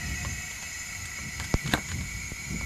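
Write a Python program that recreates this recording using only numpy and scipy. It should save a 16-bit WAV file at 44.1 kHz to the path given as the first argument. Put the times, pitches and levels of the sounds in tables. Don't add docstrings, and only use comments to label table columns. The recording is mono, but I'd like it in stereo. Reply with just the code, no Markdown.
import sys
import numpy as np
from scipy import signal
from scipy.fft import rfft, irfft
from scipy.io import wavfile

SR = 44100
rng = np.random.default_rng(int(sys.argv[2]) if len(sys.argv) > 2 else 0)


def int16_out(signal):
    q = np.round(np.clip(np.atleast_2d(signal).T, -1, 1) * 32767)
    wavfile.write(sys.argv[1], SR, q.astype(np.int16))


N = 116865

# freq_hz, level_db
CONTACT_COLOUR = [(100, -25.5), (500, -5.5), (1400, -1), (3500, -5), (8000, -11.5), (10500, -22),
                  (14000, -33)]


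def undb(db):
    return 10 ** (np.asarray(db) / 20)


def unit(x):
    return x / np.sqrt(np.mean(x ** 2))


def freqs():
    return np.maximum(np.arange(N // 2 + 1) * SR / N, 1)


def across(points):
    hz, value = np.array(points, float).T
    return np.interp(np.log(freqs()), np.log(hz), value)


def noise(gain):
    return unit(irfft(rfft(rng.standard_normal(N)) * gain, N))


def wide(gain, diffuse):
    return (noise(gain) + diffuse * np.array([noise(gain), noise(gain)])) / np.hypot(1, diffuse)


def walk(hz):
    return noise(1 / (1 + (freqs() / hz) ** 2))


def pan(db):
    return undb(np.array([[db], [-db]]) / 2)


def decay(age, t60):
    return (age >= 0) * np.exp(-np.log(1000) * np.maximum(age, 0) / t60)


def burst(age, colour_db, db, tilt_db, t60, diffuse):
    colour = undb(colour_db + tilt_db * np.log2(freqs()))
    return wide(colour, diffuse) * undb(db) * decay(age, t60)


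def ring(age, modes):
    return sum(undb(db) * np.sin(2 * np.pi * hz * age) * decay(age, t60) for hz, db, t60 in modes)


def click(start_s, colour_db, peak_db):
    pulse = irfft(undb(colour_db) * np.exp(-2j * np.pi * freqs() * start_s), N)
    return pulse / np.abs(pulse).max() * undb(peak_db)


def rumble(t):
    # time_s, bass_db, body_db
    swells = [(0, -40, -43.5), (.12, -34.5, -37.5), (.17, -41.5, -45), (.28, -31.5, -38), (.34, -40, -45),
              (.40, -45.5, -49.5), (.80, -51, -56), (1.03, -42, -50), (1.17, -50, -54),
              (1.259, -42.5, -37.5), (1.32, -47, -54), (1.41, -37, -41.5), (1.5, -39, -48),
              (1.61, -56, -50.5), (1.66, -44, -34.5), (1.76, -39.5, -34), (1.85, -45, -48),
              (1.99, -32, -36), (2.07, -42.5, -46.5), (2.19, -38.5, -46.5), (2.3, -45.5, -48.5),
              (2.45, -45.5, -48), (2.536, -33, -32), (2.61, -42.5, -40.5), (2.65, -33, -40)]
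    # freq_hz, level_db
    bass_colour = [(15, -41), (35, -15), (60, 3), (90, 1), (120, -7), (200, -22.5), (500, -58), (2000, -75)]
    # freq_hz, level_db
    body_colour = [(60, -42), (110, -6), (145, 2.5), (210, -3.5), (270, -11.5), (330, -14), (450, -24),
                   (900, -34), (3000, -54)]
    time_s, bass_db, body_db = np.array(swells).T
    bass = wide(undb(across(bass_colour)), diffuse=0.013) * undb(np.interp(t, time_s, bass_db))
    body = wide(undb(across(body_colour)), diffuse=0.04) * undb(np.interp(t, time_s, body_db))
    return (bass + body) * pan(db=-1)


def ticks(t):
    # start_s, level_db, tilt_db_per_octave, ring_hz, t60_s
    slips = [(0.51, -36.5, -1.5, 3200, 0.051), (0.625, -37, -0.5, 4360, 0.07), (1.056, -35, 3, 8450, 0.036),
             (1.399, -20.5, 1, 2010, 0.011), (1.403, -36, -2, 1590, 0.1), (1.441, -34, 3, 1610, 0.084),
             (1.661, -35, -1.5, 4180, 0.069), (1.675, -28.5, 1, 3100, 0.04), (1.694, -37, 0, 3100, 0.071),
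             (1.713, -34.5, 0, 1760, 0.063), (1.722, -32.5, 1, 1510, 0.15), (1.886, -37.5, 1, 1590, 0.14),
             (1.916, -30, 0, 1560, 0.038), (2.009, -37.5, 0, 1580, 0.049), (2.61, -36, -4.5, 1080, 0.059)]
    boost_db, width_octaves = 8.5, 0.14
    out = 0
    for start_s, db, tilt_db, ring_hz, t60 in slips:
        ring_db = boost_db * np.exp(-(np.log2(freqs() / ring_hz) / width_octaves) ** 2)
        out = out + burst(t - start_s, across(CONTACT_COLOUR) + ring_db, db, tilt_db, t60, diffuse=0.46)
    return out


def knocks(t):
    # start_s, level_db
    hits = [(.249, -31.5), (1.186, -40.5)]
    # pitch_hz, relative_db, t60_s
    modes = [(584, -8.5, 0.076), (1080, -5, 0.082), (1170, -7.5, 0.074)]
    out = 0
    for start_s, db in hits:
        contact = burst(t - start_s, across(CONTACT_COLOUR), db, tilt_db=-3.5, t60=.045, diffuse=0.53)
        out = out + contact + undb(db) * ring(t - start_s, modes)
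    return out


def thumps(t):
    # start_s, level_db, snap_db, left_over_right_db
    hits = [(1.541, -9, -9.5, -9.5), (2.3185, -25, -52, -10)]
    # freq_hz, level_db
    snap_colour = [(300, -6), (1100, 6.5), (2000, -2.5), (3300, -10.5), (5500, -2), (7000, -12),
                   (9000, -20), (14000, -47)]
    start_hz, first_octave_s, attack_s = 2340, 0.000208, 0.0013
    out = 0
    for start_s, db, snap_db, pan_db in hits:
        age = np.maximum(t - start_s, 0)
        phase = 2 * np.pi * start_hz * first_octave_s * np.log1p(age / first_octave_s)
        dive = -np.sin(phase) * (1 - np.exp(-age / attack_s)) * decay(age, t60=0.064)
        snap = click(start_s, across(snap_colour), snap_db)
        out = out + pan(pan_db) * (undb(db) * dive - snap)
    return out


def clack(t):
    # freq_hz, level_db
    crack_colour = [(100, -20), (500, 4), (1500, 0), (2400, 0), (3900, -1.5), (5000, -25), (7700, -16),
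                    (14000, -28)]
    # start_s, level_db, tilt_db_per_octave, t60_s
    bounces = [(1.7369, -16.5, 1.5, 0.015), (1.7386, -27, 0.5, 0.068), (1.749, -25, -2, 0.056),
               (1.755, -30, -8.5, 0.025), (1.775, -34, -3, 0.12)]
    # freq_hz, level_db
    rattle_colour = [(60, -23), (250, -12), (500, 2), (900, 3.5), (1600, 4.5), (2300, -12), (4000, -2.5),
                     (5000, -26), (8000, -10.5), (10500, -24), (11800, -12), (14500, -43)]
    # pitch_hz, relative_db, t60_s
    jack_modes = [(232, 4.5, 0.057), (301.5, 8.5, 0.0604), (513, -3, 0.05), (712, -1.5, 0.074),
                  (976, -9, 0.16), (1060, -3.5, 0.094), (1310, -3, 0.053), (1574, 7, 0.05),
                  (1673, 2, 0.036)]
    slip_s, catch_s, crack_db, ring_db = 1.7369, 1.7378, -8, -26
    slip = click(slip_s, across(crack_colour), crack_db)
    catch = -click(catch_s, across(crack_colour), crack_db)
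    rattle = sum(burst(t - start_s, across(rattle_colour), db, tilt_db, t60, diffuse=0.46)
                 for start_s, db, tilt_db, t60 in bounces)
    return slip + catch + rattle + undb(ring_db) * ring(t - catch_s, jack_modes)


def reflections(count):
    echo_db = -13.5
    delays_s = rng.uniform(0.0019, .014, (count, 1))
    return 1 + undb(echo_db) * np.exp(-2j * np.pi * freqs() * delays_s).sum(axis=0)


def hiss(t):
    # freq_hz, level_db
    colour = [(200, 0), (450, -5.5), (900, -0.5), (1200, -2.5), (1500, 4), (1720, -4), (2400, 1), (3000, 0),
              (3600, -2), (4400, 0.5), (5700, -3.5), (7200, 2.5), (8000, -8), (10200, -4.5), (11100, -11.5),
              (12000, -2.5), (12800, -11.5), (13800, -14.5)]
    # freq_hz, diffuse_share
    width = [(100, 0.2), (500, 0.72), (2000, 0.39), (3700, 0.5), (6500, 0.19), (9500, 0.61), (11500, 0.3),
             (12800, 0.98)]
    start_db, fade_db_per_s = -43.5, -0.81
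    share = across(width).clip(.01, .95)
    centre = rfft(rng.standard_normal(N)) * np.sqrt(1 - share ** 2) * reflections(count=6)
    diffuse = share * rfft(rng.standard_normal((2, N)))
    rush = unit(irfft(undb(across(colour)) * (centre + diffuse), N))
    return rush * undb(start_db + fade_db_per_s * t)


def whistles(t):
    # start_hz, end_hz, width_hz, start_db, end_db
    resonances = [(716, 725, 20, -55.5, -73.5), (1316, 1355, 38, -58, -59.5), (1911, 2005, 50, -46.5, -49),
                  (1953, 2090, 66, -43.5, -53), (2198, 2230, 39.6, -45, -43.5),
                  (2305, 2340, 88, -55, -49.5), (2548, 2670, 45, -45, -67.5),
                  (2908, 2890, 45, -55.5, -65.5), (4135, 4200, 93, -57, -58), (6490, 6465, 22, -51, -51.5),
                  (4946, 4960, 27, -56.5, -57.5), (5170, 5160, 41, -55, -58.5),
                  (5740, 5820, 54, -62.5, -58.5), (6094, 6560, 39, -51, -54),
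                  (6620, 6600, 370, -51.5, -51.5), (6990, 6958, 20, -50.5, -49),
                  (7030, 7210, 31, -55.5, -56), (7280, 7332, 49, -50.5, -58), (7430, 7440, 38, -59, -59),
                  (10500, 10540, 170, -65.5, -61)]
    # time_s, low_db, high_db
    swells = [(0, .5, -1.5), (.6, -1.5, .5), (.76, 0.5, 3.5), (.9, -1, 0.5), (1.2, 2, 0.5),
              (1.85, -1, -1.5), (2.65, 1, -0.5)]
    high_above_hz, waver_share, flutter_db = 6000, .003, 1.5
    time_s, low_db, high_db = np.array(swells).T
    fill = t / t[-1]
    out = 0
    for start_hz, end_hz, width_hz, start_db, end_db in resonances:
        glide_hz = start_hz + (end_hz - start_hz) * fill
        pitch_hz = glide_hz * (1 + waver_share * walk(hz=9.06))
        phase = 2 * np.pi * np.cumsum(pitch_hz) / SR
        band = 1 / (1 + (freqs() / (0.81 * width_hz)) ** 2)
        tone = wide(band, diffuse=0.15) * np.cos(phase) + wide(band, diffuse=0.15) * np.sin(phase)
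        level_db = start_db + (end_db - start_db) * fill
        swell_db = np.interp(t, time_s, high_db if start_hz > high_above_hz else low_db)
        out = out + tone * undb(level_db + swell_db + flutter_db * walk(hz=7.1))
    return out


def air_jet(t):
    # freq_hz, left_over_right_db
    balance = [(500, 1.5), (1250, 1.3), (2300, -1.5), (4000, 0), (6500, 0), (6950, 3.5), (7500, -0.5),
               (9700, 1.5), (13000, -2)]
    # freq_hz, left_lead_rad
    lead = [(300, 0.28), (1150, -0.46), (1700, -0.26), (2200, -0.63), (3200, -0.77), (5000, -0.53),
            (7200, -0.49), (9000, -0.34), (12000, 0)]
    flutter_db = 0.39
    jet = (hiss(t) + whistles(t)) * undb(flutter_db * walk(hz=2.6))
    side = np.array([[.5], [-.5]])
    placement = undb(side * across(balance)) * np.exp(1j * side * across(lead))
    return irfft(rfft(jet) * placement, N)


def scene():
    t = np.arange(N) / SR
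    return air_jet(t) + rumble(t) + ticks(t) + knocks(t) + clack(t) + thumps(t)


def record(dry):
    cutoff_hz = 14100
    return signal.sosfilt(signal.ellip(8, .2, 70, cutoff_hz, fs=SR, output="sos"), dry)


dry = scene()
out = record(dry)
int16_out(out)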